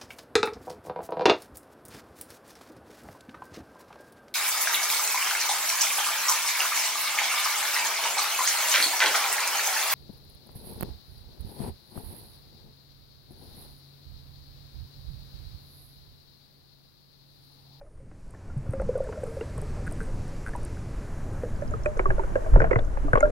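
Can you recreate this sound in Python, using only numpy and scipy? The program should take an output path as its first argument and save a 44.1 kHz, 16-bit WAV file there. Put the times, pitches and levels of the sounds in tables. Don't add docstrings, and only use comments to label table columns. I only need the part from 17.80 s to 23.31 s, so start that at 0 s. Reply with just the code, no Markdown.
import sys
import numpy as np
from scipy import signal
from scipy.fft import rfft, irfft
from scipy.io import wavfile
from scipy.ndimage import uniform_filter1d

SR = 44100
rng = np.random.default_rng(int(sys.argv[2]) if len(sys.argv) > 2 else 0)


def waveform_to_disk(signal):
    frames = np.transpose(np.atleast_2d(signal))
    scaled = np.clip(frames, -1, 1) * 32767
    samples = np.round(scaled).astype(np.int16)
    wavfile.write(sys.argv[1], SR, samples)


N = 242991
T = np.arange(N) / SR
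HZ = np.maximum(np.arange(N // 2 + 1) * SR / N, 1)


def undb(db):
    return 10 ** (np.asarray(db) / 20)


def shape(table):
    hz, db = np.transpose(table)
    return undb(np.interp(np.log(HZ), np.log(np.maximum(hz, 1)), db))


def automation(table):
    s, *columns = np.transpose(table)
    return [np.interp(T, s, column) for column in columns]


def decay(x, seconds):
    return signal.lfilter([1], [1, -np.exp(-1 / (seconds * SR))], x)


def walk(rate):
    hold = int(SR / rate)
    steps = np.repeat(rng.standard_normal(N // hold + 1), hold)
    return 1.4 * uniform_filter1d(uniform_filter1d(steps, hold), hold)[:N]


def eddies(spectrum_gain, lo_hz, hi_hz, flicker_db, rate):
    spectrum = rfft(rng.standard_normal(N)) * spectrum_gain
    centres = np.geomspace(lo_hz, hi_hz, num=5)
    step = np.log(centres[1] / centres[0])
    out = 0
    for hz in centres:
        band = np.clip(1 - np.abs(np.log(HZ / hz)) / step, 0, 1)
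        out = out + irfft(spectrum * band, N) * undb(flicker_db * walk(rate))
    return out / np.sqrt(np.mean(out ** 2))


def add(out, s, db, hz, t60, rise, pan_db=0.):
    t = np.arange(int(min(t60, .6) * SR) + 2) / SR
    env = (1 - np.exp(-t / rise)) ** 2 * np.exp(-np.log(1000) * t / t60)
    ring = undb(db) * env / env.max() * np.sin(2 * np.pi * hz * t)
    i = int(s * SR)
    panned = ring * undb([[pan_db / 2], [-pan_db / 2]])
    out[:, i:i + len(t)] += panned[:, :N - i]


# t/s, f/Hz, level/dB against the hiss
HISS_RIDGE = [(0, 9800, 0), (.2, 9000, -1.5), (.4, 8100, -15), (1.3, 7970, -15), (2.1, 8100, -11),
              (2.25, 8400, -6), (2.4, 8100, -27), (3.1, 7650, -30)]


def ridge():
    hz, db = automation(HISS_RIDGE)
    slow = irfft(rfft(rng.standard_normal((2, N))) / (1 + (HZ / 520) ** 2), N)
    phase = 2 * np.pi * np.cumsum(hz) / SR
    return undb(db) * (slow[0] * np.cos(phase) + slow[1] * np.sin(phase)) / np.std(slow)


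# f/Hz, relative level/dB per Hz
HISS_BEFORE = [(1530, 0.5), (2600, -3.5), (2760, -7), (3000, -8.5), (3280, -10.5), (4620, -6.5),
               (7740, -8.5), (8460, -13), (9610, -9.5), (12000, -19.5), (13900, -24), (15500, -50)]
HISS_AFTER = [(1530, 9.5), (2600, -2), (3020, -4), (3580, -7), (3920, -4), (4620, -5.5), (6820, -1.5),
              (8210, -6.5), (9830, -6), (13200, -16), (15500, -25)]
COLOUR_CHANGE_S = (3.06, 3.38)


def hiss():
    after = np.interp(T, COLOUR_CHANGE_S, [0, 1])
    out = np.sqrt(1 - after) * eddies(shape(HISS_BEFORE), 2100, 19000, 0.96, 8.9)
    out = out + np.sqrt(after) * eddies(shape(HISS_AFTER), 1700, 24000, 0.57, 12.0)
    return out + ridge()


# f/Hz, relative level/dB per Hz
SWAY_COLOUR = [(4.7, -39), (8.0, 0), (27, -5), (50, -13.5), (65, -18.5), (110, -120)]


def sway():
    return eddies(shape(SWAY_COLOUR), 7.8, 60, 0.67, 15.0)


# f/Hz, relative level/dB per Hz
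RUMBLE_COLOUR = [(24, -43), (40, -4.5), (105, -6), (260, -20.5), (340, -26), (570, -120)]


def rumble():
    return eddies(shape(RUMBLE_COLOUR), 12.3, 465, 2.83, 8)


# f/Hz, relative level/dB per Hz
RUSH_COLOUR = [(88, 14), (150, -4), (269, -9), (304, -7), (435, -8.5), (471, -12.5), (552, -11), (639, -18),
               (701, -14.5), (1600, -22), (3600, -43), (4680, -82), (7920, -120)]


def rush():
    return eddies(shape(RUSH_COLOUR), 150.5, 4100, 1.16, 19)


GURGLE_PER_S, BLIP_SHARE = 160, .25


def gurgle():
    out = np.zeros((2, N))
    for when, pitch, size, blip in rng.random((int(GURGLE_PER_S * N / SR), 4)):
        s = when * N / SR
        add(out, s, 13.4 * size, 400 + 260 * pitch, .06, .003)
        if blip < BLIP_SHARE:
            add(out, s, 12. * pitch - 6, 900 + 900 * size, .03, .0015)
    return out[0] / np.sqrt(np.mean(out ** 2))


# t/s, hiss level/dB, rush level/dB
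FLOW_LEVELS = [(0, -80, -60), (.4, -71, -56.5), (.9, -64.5, -45), (1.5, -58.5, -44.5), (2.1, -58.5, -41),
               (2.9, -58.5, -42.5), (3.7, -57.5, -42), (4.1, -59, -43), (4.4, -58, -39.5),
               (4.7, -57, -40.5), (4.83, -60.5, -37), (5, -60.5, -46.5), (5.25, -59, -39.5),
               (5.51, -59, -40.5)]
# t/s, sway level/dB, rumble level/dB
BUFFET_LEVELS = [(0, -50.5, -56), (.4, -44, -49), (.85, -39, -38.5), (1.05, -36, -33.5), (1.3, -42, -41),
                 (1.55, -44.5, -45.5), (1.9, -34, -34), (2.3, -33, -36.5), (2.7, -35, -36), (3.2, -33, -37),
                 (3.6, -33.5, -34.5), (4.08, -29.5, -38.5), (4.26, -23.5, -53), (4.5, -25, -49.5),
                 (4.65, -31, -56), (4.76, -17.5, -22), (4.85, -24, -32.5), (5.2, -21.5, -50.5),
                 (5.51, -22.5, -33)]
GURGLE_DB = -12


def current():
    hiss_db, rush_db = automation(FLOW_LEVELS)
    sway_db, rumble_db = automation(BUFFET_LEVELS)
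    water = undb(hiss_db) * hiss()
    water = water + undb(sway_db) * sway()
    water = water + undb(rumble_db) * rumble()
    water = water + undb(rush_db) * rush()
    return water + np.hypot(undb(GURGLE_DB + rush_db), stirred()) * gurgle()


# t/s, peak level/dB, f/Hz, t60/s
HOUSING_SHOVES = [(0.765, -22.5, 132, 0.16), (0.889, -19.5, 106, 0.066), (0.997, -24.5, 53.5, 0.078),
                  (4.287, -21.5, 118, 0.12), (4.719, -5.5, 37.4, 0.27), (4.78, -13, 21.2, 0.051),
                  (4.96, -14.5, 112.7, 0.098), (5.335, -14, 112.5, 0.052)]


def shoves():
    rocking = np.zeros((2, N))
    for s, db, hz, t60 in HOUSING_SHOVES:
        add(rocking, s, db, hz, t60, 0.27 / hz)
    return rocking


# f/Hz, width/Hz, relative level/dB
SHELL_MODES = [(380, 110, 7.5), (554, 118, 14.5), (870, 400, -11.5), (1330, 200, -5.5), (1900, 170, -54),
               (2630, 430, -44)]
DRAG_DB, DRAG_S = -14.5, 0.017


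def shell_scrape(blows):
    scrape = decay(blows, 0.0037) + undb(DRAG_DB) * decay(blows, DRAG_S)
    scrape = decay(scrape, 0.00088) / (0.002 * SR)
    both, own = scrape * rng.standard_normal((2, N))
    modes = sum(undb(db) / (1 + 1j * (HZ ** 2 - hz ** 2) / (HZ * width)) for hz, width, db in SHELL_MODES)
    modes = modes / (1 + (HZ / 2400) ** 6)
    return undb(15.0) * irfft(rfft(both + 0.73 * np.array([own, -own])) * modes, N)


def treble_crack(blows):
    crack = decay(blows, 0.006) * rng.standard_normal(N)
    return signal.sosfilt(signal.butter(N=2, Wn=[2800, 6500], btype="band", fs=SR, output="sos"), crack)


# t/s, low ring level/dB, low ring f/Hz, low ring t60/s,
# high ring level/dB, high ring f/Hz, hardness level/dB, left minus right/dB (heard only once wide)
SHELL_KNOCKS = [(.012, -41, 563, 0.098, -49, 836, -51.5, 0), (0.063, -52, 607, 0.1, -60, 1240, -71, 4),
                (.174, -64, 540, .05, -64, 1590, -63, 0), (.2, -51.5, 538, 0.14, -70, 2110, -67, 0),
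                (.313, -53, 311, 0.078, -59, 1900, -50, 0), (0.537, -55, 500, .03, -50, 1090, -54, 0),
                (.547, -51, 347, 0.046, -49, 1760, -52, 0), (.699, -47, 251, .08, -48.5, 1410, -65, 0),
                (.865, -42, 560, 0.036, -50, 1420, -56, 0), (.934, -30, 537, 0.23, -40, 1400, -37.5, 0),
                (.997, -24.5, 535, 0.066, -42, 1420, -35, 0), (1.017, -21, 545, 0.013, -37, 880, -43, 0),
                (1.09, -16, 490, 0.04, -48, 990, -61, 0), (1.153, -18.5, 513, 0.053, -49, 920, -59, 0),
                (1.174, -24, 570, 0.025, -56, 950, -54, 0), (1.203, -18, 547, 0.032, -50, 915, -56, 0),
                (1.289, -29.5, 440, 0.067, -39, 930, -44, 0), (1.324, -41, 610, .056, -52, 910, -33, 0),
                (1.373, -30.5, 598, 0.092, -49, 1400, -52, 0), (1.433, -22, 515, 0.027, -59, 1380, -40, 0),
                (1.472, -33.5, 455, 0.22, -61, 880, -48, 0), (1.567, -28, 540, 0.051, -59, 999, -44, 0),
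                (1.609, -25.5, 454, 0.057, -41.5, 2770, -32.5, 0),
                (1.777, -41, 434, 0.11, -41, 1090, -41.5, 0), (1.822, -34.5, 426, 0.11, -60, 950, -42.5, 0),
                (2.115, -38, 647, .04, -46, 950, -50, 0), (2.21, -35.5, 446, 0.12, -55, 960, -46, 2),
                (2.734, -61, 573, 0.051, -37, 1730, -40.5, 0), (2.75, -37.5, 805, .06, -29.5, 970, -42, 0),
                (3.633, -23, 494, .052, -44, 925, -38.5, 0),
                (3.82, -27.5, 584, 0.059, -45.5, 1730, -42, -10),
                (3.914, -35, 598, 0.11, -49, 1590, -49, -8), (3.937, -33, 451, 0.11, -33, 1250, -43.5, -4),
                (4.058, -21.5, 601.5, 0.15, -29, 2450, -25.5, -3),
                (4.168, -33, 440, 0.13, -45, 1480, -37, 0), (4.193, -28, 374, 0.12, -31, 2230, -20.5, -9),
                (4.256, -26.5, 385, 0.13, -21, 1134, -32, -7.5),
                (4.303, -30, 371, .12, -25, 1654, -26, -10), (4.381, -23, 565, 0.022, -41, 1400, -46, -1),
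                (4.394, -31.5, 383, 0.15, -25.5, 905, -35, -11.5),
                (4.435, -41, 503, 0.052, -38, 1440, -39, 0),
                (4.555, -13, 538, 0.031, -26.5, 1610, -27.5, -1),
                (4.661, -28.5, 635, 0.1, -49, 1510, -37.5, 2),
                (4.737, -38, 263, 0.077, -44, 1580, -30.5, 4),
                (4.758, -14.5, 557, 0.014, -25, 866, -27.5, -13),
                (4.77, -21.5, 381, 0.033, -33.5, 970, -44, -6),
                (4.802, -24, 452, 0.11, -21, 1510, -24.5, 8), (4.817, -27.5, 449, 0.18, -31, 970, -21, 7),
                (4.841, -22, 635, 0.063, -34, 890, -23, 0), (4.869, -44, 587, 0.084, -41, 1470, -45, 9),
                (4.91, -20.5, 510, .03, -36.5, 2184, -20.5, -25.5),
                (4.93, -25, 390, 0.037, -28.5, 2005, -26, 15), (4.957, -23.5, 455, 0.11, -25, 2020, -24, 2),
                (4.987, -35, 444, 0.095, -47, 976, -28.5, 6),
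                (5.171, -33, 554, 0.037, -40, 860, -34.5, -10),
                (5.243, -28.5, 287, 0.23, -48, 925, -59, -3),
                (5.281, -29.5, 654, 0.03, -36.5, 1160, -47, 2),
                (5.332, -19.5, 488, 0.033, -18, 1495, -19.5, 12.5),
                (5.3537, -28, 530, 0.034, -17.5, 1100, -18.5, 6),
                (5.373, -19, 480, .03, -20.5, 1114, -27, 7),
                (5.406, -36.5, 272.6, 0.81, -30, 2130, -30, -6),
                (5.427, -10, 599, 0.14, -20.5, 1390, -41.5, 0),
                (5.454, -43, 590, 0.061, -32.5, 1590, -38, -5)]
# hardness level/dB, delay/s
LOW_RING_DELAY = [(-40, 0.00026), (-21, 0.0031)]
# high ring minus hardness/dB, t60/s
HIGH_RING_T60 = [(0, 0.026), (8, 0.029), (18, 0.083)]
CLACK_DB, CLACK_HZ, CLACK_SPREAD_HZ = -20.5, 1875, 273


def knocks():
    out, scrape, crack = np.zeros((2, N)), np.zeros(N), np.zeros(N)
    for row, (late, detune, pitch) in zip(SHELL_KNOCKS, rng.random((len(SHELL_KNOCKS), 3))):
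        s, db, hz, t60, high_db, high_hz, hard_db, pan_db = row
        clack_db = hard_db + CLACK_DB
        delay = np.interp(hard_db, *np.transpose(LOW_RING_DELAY))
        high_t60 = np.interp(high_db - hard_db, *np.transpose(HIGH_RING_T60))
        add(out, s + delay, db, hz, t60, .002, pan_db)
        add(out, s + 0.00806 + 0.0133 * late, db - 17, hz * (.88 + 0.215 * detune), .07, .003, pan_db)
        add(out, s, high_db, high_hz, high_t60, .0008, pan_db)
        add(out, s, clack_db, CLACK_HZ + CLACK_SPREAD_HZ * pitch, .035, .0006, pan_db)
        scrape[int(s * SR)] = undb(hard_db)
        crack[int(s * SR)] = undb(clack_db - 8)
    out = out + shell_scrape(scrape) - shoves()
    muffle = signal.butter(N=6, Wn=3200, fs=SR, output="sos")
    return treble_crack(crack) + signal.sosfilt(muffle, out)


STIRRED_DB, SETTLE_S = -24, .09


def stirred():
    s, db = np.transpose(SHELL_KNOCKS)[:2]
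    power = np.zeros(N)
    power[(s * SR).astype(int)] = undb(2 * (db + STIRRED_DB))
    return np.sqrt(decay(power, SETTLE_S))


# t/s, tick level/dB before the high-pass
GRIT_TICKS = [(.5072, -49), (.7771, -51), (.908, -46), (.9238, -48), (.9344, -49), (1.0166, -48.5),
              (1.1782, -45), (1.2401, -49), (1.438, -42.5), (1.469, -49), (1.7792, -39), (1.816, -38),
              (2.1124, -44), (2.1233, -35.5), (2.2313, -46), (2.4788, -49), (2.7613, -42), (2.832, -44),
              (2.8501, -35.5), (3.5339, -51), (4.1784, -51.5), (5.3317, -43.5), (5.354, -51), (5.4051, -44)]
TICK_HZ, TICK_SPREAD_HZ = 8130, 1400
FINE_GRIT_S, FINE_GRIT_COUNT, FINE_GRIT_DB = (.4, 1.8), 12, -65


def grit_snaps():
    snaps = np.zeros((2, N))
    slips = [(s + k / rate, db) for s, rate, count, db, _, _ in GRAIN_STUTTERS for k in range(int(count))]
    fine = [(s, FINE_GRIT_DB) for s in rng.uniform(*FINE_GRIT_S, size=FINE_GRIT_COUNT)]
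    grains = list(GRIT_TICKS) + slips + fine
    for (s, db), pitch in zip(grains, rng.random(len(grains))):
        add(snaps, s, db, TICK_HZ + TICK_SPREAD_HZ * pitch, .007, .0003)
        add(snaps, s, db - 5.5, 10500, .004, .0003)
        add(snaps, s, db - 15, 12800, .004, .0003)
        add(snaps, s + 0.00033, db - 7.5, 8150, .012, .0005)
    return signal.sosfilt(signal.butter(N=4, Wn=7300, btype="high", fs=SR, output="sos"), snaps)


# t/s, slips per s, slips (whole part counts),
# snap level/dB before the high-pass, first dull tap level/dB, dull change per slip/dB
GRAIN_STUTTERS = [(2.066, 183, 3.5, -46.5, -35.5, 4), (2.2042, 130, 5.7, -53, -30, -4.5),
                  (2.6635, 108, 4, -47.5, -28.5, -2), (2.962, 116, 2, -60, -51, 11)]


def stutter_taps():
    out = np.zeros((2, N))
    for s, rate, count, _, dull_db, change_db in GRAIN_STUTTERS:
        for k in range(int(count)):
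            slip_s, db = s + k / rate, dull_db + k * change_db
            add(out, slip_s, db, 1540, .013, .0006)
            add(out, slip_s, db - 11.0, 1850, .012, .0005)
            add(out, slip_s, db - 18, 2300, .01, .0005)
    return out


# t/s, ring level/dB, f/Hz
BUBBLE_PINGS = [(3.7615, -54, 4850), (3.8134, -57, 5940), (3.8787, -51, 5100), (3.9097, -53, 6840),
                (4.0359, -49.5, 5710), (4.058, -48, 7540), (4.1737, -49.5, 6050), (4.801, -52, 5750),
                (4.9924, -42, 3540), (5.0486, -54, 6110), (5.382, -45, 3200), (5.4057, -36.5, 6770)]


def bubbles():
    out = np.zeros((2, N))
    for s, db, hz in BUBBLE_PINGS:
        add(out, s, db, hz, .012, .0006)
        add(out, s, db + 5, hz, .002, .0001)
    return out


def colour(x, gain):
    return irfft(rfft(np.r_[x, x[::-1]]) * np.repeat(gain, 2)[:N + 1], 2 * N)[:N]


# f/Hz, relative side level/dB
BLOW_SPREAD = [(60, -8), (110, 2), (200, -6), (380, -19), (700, 3.5), (1290, 10), (2380, 4), (4400, 1),
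               (8120, 8), (15000, -7.5)]
# f/Hz, relative side level/dB
WATER_SPREAD = [(30, -10), (110, -5), (300, -12.5), (800, 6), (1400, 0.5), (2500, -4.5), (6000, -3),
                (13000, -2.5)]
WIDE_S = (3.72, 3.85)


def scene():
    wide = np.interp(T, WIDE_S, [0, 1])
    left, right = knocks() + grit_snaps() + stutter_taps() + bubbles()
    blows, lean = (left + right) / 2, (left - right) / 2
    blow_side = lean + undb(-4.0) * colour(blows, 1j * shape(BLOW_SPREAD))
    mid = blows + current()
    other = current()
    side = wide * (blow_side + undb(-0.5) * colour(other, shape(WATER_SPREAD)))
    side = side + (1 - wide) * undb(-4.5) * colour(other, HZ > 11700)
    return np.array([mid + side, mid - side])


TOP_HZ = 15100


def record(dry):
    fade = np.minimum((T[-1] - T) / .006, 1)
    return fade * signal.sosfilt(signal.ellip(10, .2, 70, TOP_HZ, fs=SR, output="sos"), dry)


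dry = scene()
out = record(dry)
waveform_to_disk(out)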